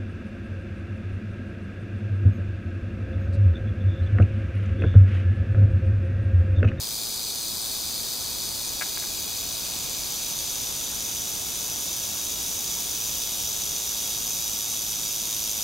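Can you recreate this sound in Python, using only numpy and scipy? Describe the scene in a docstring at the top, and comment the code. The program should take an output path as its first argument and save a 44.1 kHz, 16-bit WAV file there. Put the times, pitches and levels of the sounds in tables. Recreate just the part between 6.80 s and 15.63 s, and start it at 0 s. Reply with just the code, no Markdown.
"""A rattlesnake buzzes its tail without a break in dry brush beside a track.
The tail swings some 56 times a second; at each turn the hollow segments clatter and ring.
Their colour brightens as the posture changes; brush, ground and stems scatter the sound.
A faint outdoor wash lies below. About 2 s in, a camera body clicks in the hand."""
import sys
import numpy as np
from scipy import signal
from scipy.fft import rfft, irfft
from scipy.io import wavfile

SR = 44100
rng = np.random.default_rng(int(sys.argv[2]) if len(sys.argv) > 2 else 0)


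def unload_audio(sound):
    """Save the sound as a 16-bit wav file, at the path given as the first command line argument."""
    columns = np.transpose(np.atleast_2d(sound))
    # keep every value between -1 and 1, then stretch to whole-number steps
    steps = np.round(np.clip(columns, -1, 1) * 32767)
    wavfile.write(sys.argv[1], SR, steps.astype(np.int16))


N = 389403
TIME_S = np.arange(N) / SR
BIN_HZ = np.fft.rfftfreq(N, 1 / SR)

# The tail speeds up, then tires. Each row: time in seconds, full swings per second.
SWING_HZ = [(0, 55.3), (1.7, 57.1), (5.1, 56.3), (7.7, 54.3), (8.8, 53.9)]
# Rattling force surges as the snake shifts, then grows. Each row: time in seconds, relative level in dB.
FORCE_DB = [(0, -31.0), (3.1, -30.5), (3.3, -29.9), (3.7, -29.5), (4.0, -30), (5.1, -30), (6.3, -29),
            (8.83, -28.5)]
# Timing spread of the knocks. Each row: time in seconds, spread as a share of one stroke.
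SCATTER_STROKES = [(0, .13), (.8, .23), (5.8, .27), (8.8, .13)]
# Ranges of large to small segments. Each entry: centre in Hz.
SEGMENT_CENTRES_HZ = [3000, 5670, 9200, 14400]
# Posture of the rattle. Each row: time in seconds, blend from 0 (first posture) to 1 (second).
POSTURE_BLEND = [(0, 0), (1.3, 0.14), (1.8, 0.26), (3.17, 0.56), (3.3, 0.65), (4.3, 0.96), (8.8, 1)]
# Segment resonances in each posture. Each row: centre in Hz, width in Hz, relative level in dB.
FIRST_MODES = [(2390, 240, -8.5), (3750, 680, -6), (4640, 870, 1), (6280, 880, -4.5), (7770, 1600, -6),
               (9500, 800, -5), (12440, 1800, -6.5), (14900, 690, -5)]
SECOND_MODES = [(2620, 820, -13.5), (3657, 704, -4.5), (4760, 450, -6), (6050, 810, 1), (6800, 1050, -3.5),
                (9300, 2000, -7.5), (12870, 1100, -4.5), (15800, 2100, -5.5)]
# Sharp shell rings in either posture. Each row: centre in Hz, width in Hz, relative level in dB.
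SHELL_MODES = [(3810, 110, -10.5), (4720, 130, -7), (6217, 47, 1), (9300, 220, -6.5)]
# Cancellations in the second posture. Each row: centre in Hz, 1/e half-width in Hz, gain in dB.
SHELL_DIPS = [(4180, 180, -2), (8450, 490, -1), (14450, 280, -3)]
# Directional lobes. Each row: centre in Hz, 1/e half-width in Hz, posture (0-1), gain there in dB.
POSTURE_LOBES = [(2400, 630, 0.12, -4.5), (2500, 470, 0.53, 2), (9500, 650, 0.46, -2.5),
                 (11300, 700, 0.5, 2)]
# The top treble comes and goes. Each row: time in seconds, band gain in dB.
TOP_TREBLE_DB = [(0, -2), (2.65, 2.5), (3.05, -1), (4.1, -8), (6.2, -2.5), (6.9, -7), (8.8, -8)]
# The snake drifts sideways. Each row: time in seconds, added left minus right in dB.
PAN_DB = [(0, 1.3), (8.8, .3)]
# Spectrum of the wash. Each row: frequency in Hz, relative density in dB.
WASH_SPECTRUM_DB = [(8.8, -39), (15, -9.5), (59, 0.5), (97, -3), (238, -5), (574, -9), (764, -8),
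                    (1880, -16.5), (2000, -18), (2600, -16.5), (4400, -120)]
# The wash rises and falls once. Each row: time in seconds, gain in dB.
BREEZE_DB = [(0, -1.2), (1.5, 0.16), (5.2, 0.54), (8.8, -0.7)]
# Phase between the two microphone ports. Each row: frequency in Hz, lead of the left in radians.
RATTLE_LEAD_RAD = [(2700, 0.2), (3500, 0.93), (4300, -0.089), (5000, -0.34), (5600, -0.84), (6500, 0.2),
                   (9300, -0.58), (13000, -0.2), (15000, -0.7)]
WASH_LEAD_RAD = [(50, 0.61), (170, 1.34), (350, 0.95), (800, 1.22), (1100, 2.12), (1800, 1.89)]
# Balance between the ports. Each row: frequency in Hz, left minus right in dB.
RATTLE_SIDE_DB = [(2300, -2.5), (3100, -5), (3900, 3.5), (4800, -1.5), (5300, 3.5), (6000, -4),
                  (7000, -0.5), (15000, -1)]
WASH_SIDE_DB = [(60, -2), (110, -3), (200, 0), (380, 1.0), (700, 4.0), (1290, 6), (2380, 3), (4400, 0.5),
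                (8120, -1.0), (15000, 0.0)]
# Likeness of the ports. Each row: frequency in Hz, coherence from 0 to 1.
RATTLE_COHERENCE = [(2000, 1), (3500, 0.85), (7000, 0.96), (10000, 0.91), (11000, 0.66), (13000, 0.88),
                    (15000, 0.61)]
WASH_COHERENCE = [(50, .5), (150, 0.39), (400, 0.57), (850, 0.63), (1400, 0.54), (2000, 0.99)]
# Slips and taps on the camera body. Each row: start in seconds, relative peak in dB.
BODY_CLICKS = [(2.01, -25), (2.013, -18), (2.021, -15.5), (2.0277, -21), (2.0348, -28), (2.061, -32),
               (2.174, -23.5), (2.225, -28), (2.239, -27)]
# Modes of that body. Each row: frequency in Hz, relative level in dB, 60 dB decay time in seconds.
BODY_MODES = [(810, -3, 0.0091), (1430, -7, 0.0043), (1650, 1, 0.017), (2160, 6.5, 0.0061),
              (2500, -17, 0.008)]


def gain_of(db):
    """Decibels to amplitude gain."""
    return 10 ** (np.asarray(db) / 20)


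def unit_rms(x):
    """Scales to rms 1."""
    return x / np.sqrt(np.mean(x ** 2) + 1e-20)


def curve(rows, time_s=TIME_S):
    """Interpolates a control curve over time."""
    return np.interp(time_s, *np.transpose(rows))


def spectrum(rows):
    """Interpolates onto the FFT bins, in log frequency."""
    hz, value = np.transpose(rows)
    return np.interp(np.log(BIN_HZ + 1), np.log(hz + 1), value)


def bell(x, centre, width):
    """Gaussian: 1 at the centre, 1/e one width away."""
    return np.exp(-((x - centre) / width) ** 2)


def wander(top_hz):
    """Slow drift of rms 1: a sum of sines with random phases."""
    coarse_s = TIME_S[::200]
    hz = np.geomspace(top_hz / 8, top_hz, 12)[:, None]
    waves = np.sin(2 * np.pi * (hz * coarse_s + rng.random(hz.shape)))
    return unit_rms(np.interp(TIME_S, coarse_s, waves.sum(0)))


def tail_turns(spread_db=0.41, backstroke_db=-1.5, jitter_s=.0003, rate_drift=.004):
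    """Times and strengths of the two turns in each swing; the backstroke is weaker."""
    swing_hz = curve(SWING_HZ) * (1 + rate_drift * wander(top_hz=6))
    strokes = 2 * np.cumsum(swing_hz) / SR
    turn_s = TIME_S[np.flatnonzero(np.diff(np.floor(strokes), prepend=-1))][:, None]
    late, strong = rng.standard_normal((2, len(turn_s), 1))
    backstroke = (np.arange(len(turn_s)) % 2)[:, None]
    return turn_s + jitter_s * late, gain_of(spread_db * strong + backstroke_db * backstroke)


def clatter(turn_s, strength, count=9, spread_db=3.5, scrape_db=-3, scrape_s=0.00099, jostle_db=-2.0):
    """Segments knock and scrape around each turn, and jostle loosely throughout."""
    offset = rng.laplace(0, 1, (len(turn_s), count))
    knock_s = turn_s + offset * curve(SCATTER_STROKES, turn_s) / (2 * curve(SWING_HZ, turn_s))
    # The knocks share one stroke's energy.
    share = gain_of(spread_db * np.minimum(rng.standard_normal(offset.shape), 1.5))
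    force = strength * share / np.linalg.norm(share, axis=1, keepdims=True)
    force *= rng.choice([-1, 1], force.shape)
    index = np.round(knock_s * SR).astype(int).ravel() % N
    knocks = unit_rms(np.bincount(index, force.ravel(), N))
    jostle = unit_rms(rng.standard_normal(N) * (rng.random(N) < 6000 / SR))  # about 6000 ticks/s
    return unit_rms(knocks + gain_of(scrape_db) * smear(knocks, scrape_s) + gain_of(jostle_db) * jostle)


def smear(knocks, decay_s):
    """Each knock leaves a puff of noise whose power decays exponentially."""
    power = signal.lfilter([1], [1, -np.exp(-1 / (decay_s * SR))], knocks ** 2)
    return unit_rms(np.sqrt(power) * rng.standard_normal(N))


def segment_knocks(together_db=-4):
    """Each size of segment clatters in its own range; some knocks shake the whole string."""
    turn_s, strength = tail_turns()
    bands = (spectrum(list(zip(SEGMENT_CENTRES_HZ, row))) for row in np.eye(len(SEGMENT_CENTRES_HZ)))
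    apart = irfft(sum(rfft(clatter(turn_s, strength)) * np.sqrt(band) for band in bands), N)
    return unit_rms(apart + gain_of(together_db) * clatter(turn_s, strength))


def early_echoes(x, echo_db=-13, longest_s=.009, sway_s=.00009, count=8):
    """Adds weak echoes from ground and stems; their paths change as the hand sways."""
    lags_s = (lag + sway_s * wander(top_hz=0.48) for lag in rng.uniform(0.000995, longest_s, count))
    echoes = sum((-1) ** k * np.interp(TIME_S - lag, TIME_S, x) for k, lag in enumerate(lags_s))
    return x + gain_of(echo_db) * unit_rms(echoes)


def shell_ring(knocks, modes, taps=2048, low_hz=2200):
    """Knocks ring the resonances of the small hollow shells, which radiate no bass."""
    hz = abs(np.fft.fftfreq(taps, 1 / SR)) + 1
    power = sum(gain_of(db) ** 2 / (1 + (np.sqrt(2) - 1) * (2 * (hz - centre_hz) / width_hz) ** 2) ** 2
                for centre_hz, width_hz, db in modes)
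    power = np.maximum(power / (1 + (low_hz / hz) ** 16), 1e-8)
    minimum_phase = np.exp(np.conj(signal.hilbert(np.log(power) / 2)))
    return unit_rms(signal.oaconvolve(knocks, np.fft.ifft(minimum_phase).real)[:N])


def shell_dips(x):
    """Sound from opposite sides of the shells partly cancels in narrow bands."""
    dips_db = sum(db * bell(BIN_HZ, hz, width_hz) for hz, width_hz, db in SHELL_DIPS)
    return unit_rms(irfft(rfft(x) * gain_of(dips_db), N))


def mic_ports(direct, diffuse, coherence, lead_rad, side_db):
    """Two ports share the direct sound and get the diffuse part in opposite signs; mid rms is 1."""
    likeness = np.clip(spectrum(coherence), 0, 1)
    shared = rfft(direct) * np.sqrt(1 + likeness)
    apart = rfft(diffuse) * np.sqrt(1 - likeness)
    lean = gain_of(spectrum(side_db) / 2) * np.exp(.5j * spectrum(lead_rad))
    spectra = np.array([(shared + apart) * lean, (shared - apart) / lean])
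    mid_power = (1 + likeness) * abs(lean + 1 / lean) ** 2 + (1 - likeness) * abs(lean - 1 / lean) ** 2
    pair = irfft(spectra / np.sqrt(mid_power), N)
    return pair / pair.mean(0).std()


def band_change(pair, hz, width_hz, db):
    """Signal to add so that one band follows the gain curve db."""
    return (gain_of(db) - 1) * irfft(rfft(pair) * bell(BIN_HZ, hz, width_hz), N)


def shifting_colour(pair, posture, lobe_spread=0.25):
    """Lobes sweep past as the rattle turns, force brightens it, and the top treble comes and goes."""
    lobes = sum(band_change(pair, hz, width_hz, db * bell(posture, facing, lobe_spread))
                for hz, width_hz, facing, db in POSTURE_LOBES)
    force_db = curve(FORCE_DB)
    high_ring = band_change(pair, hz=12900, width_hz=1000, db=-0.5 + 0.99 * (force_db - force_db.mean()))
    top_treble = band_change(pair, hz=15300, width_hz=950, db=curve(TOP_TREBLE_DB))
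    return pair + lobes + high_ring + top_treble


def rattle(brush_db=-7, brush_s=0.011, trim_db=0.28):
    """The clatter rings the hollow segments, coloured by posture and scattered by the brush."""
    knocks = segment_knocks()
    near = early_echoes(knocks + gain_of(brush_db) * smear(knocks, brush_s))
    scattered = smear(knocks, brush_s)
    posture = np.clip(curve(POSTURE_BLEND), 0, 1)
    first, second = np.vstack([FIRST_MODES, SHELL_MODES]), np.vstack([SECOND_MODES, SHELL_MODES])
    direct, diffuse = ((1 - posture) * shell_ring(x, first) + posture * shell_dips(shell_ring(x, second))
                       for x in (near, scattered))
    pair = mic_ports(direct, diffuse, RATTLE_COHERENCE, RATTLE_LEAD_RAD, RATTLE_SIDE_DB)
    pan_db = np.outer([.5, -.5], curve(PAN_DB))
    return gain_of(curve(FORCE_DB) + trim_db + pan_db) * shifting_colour(pair, posture)


def outdoor_wash(base_db=-44):
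    """Dull noise of distant air and foliage."""
    noise = rng.standard_normal((2, N))
    direct, diffuse = irfft(rfft(noise) * gain_of(spectrum(WASH_SPECTRUM_DB)), N)
    pair = mic_ports(direct, diffuse, WASH_COHERENCE, WASH_LEAD_RAD, WASH_SIDE_DB)
    return gain_of(base_db + curve(BREEZE_DB)) * pair


def camera_clicks(left_db=4.0, right_db=-3, right_lag_s=0.000063, band_hz=(700, 3000)):
    """Quick slips and a few light taps ring the plastic body, nearer the left port."""
    start_s, peak_db = np.transpose(BODY_CLICKS)
    blows = np.bincount(np.round(start_s * SR).astype(int), gain_of(peak_db), N)
    age_s = np.maximum(TIME_S[:SR // 20] - np.array([[0], [right_lag_s]]), 0)
    ring = sum(gain_of(db - 60 * age_s / t60_s) * np.sin(2 * np.pi * hz * age_s)
               for hz, db, t60_s in BODY_MODES)
    # The small, damped body passes neither bass nor treble.
    ring = signal.sosfilt(signal.butter(2, band_hz, "band", fs=SR, output="sos"), ring)
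    clicks = signal.oaconvolve(blows[None], ring / abs(ring).max(), axes=1)[:, :N]
    return gain_of([[left_db], [right_db]]) * clicks


def scene():
    """Snake, outdoor wash and handling clicks, in stereo."""
    return rattle() + outdoor_wash() + camera_clicks()


def record(dry):
    """Steep low-pass; cutoff in Hz."""
    lowpass = signal.firwin(1023, cutoff=15780, window=("kaiser", 9), fs=SR)
    return signal.oaconvolve(dry, lowpass[None], "same")


dry = scene()
out = record(dry)
unload_audio(out)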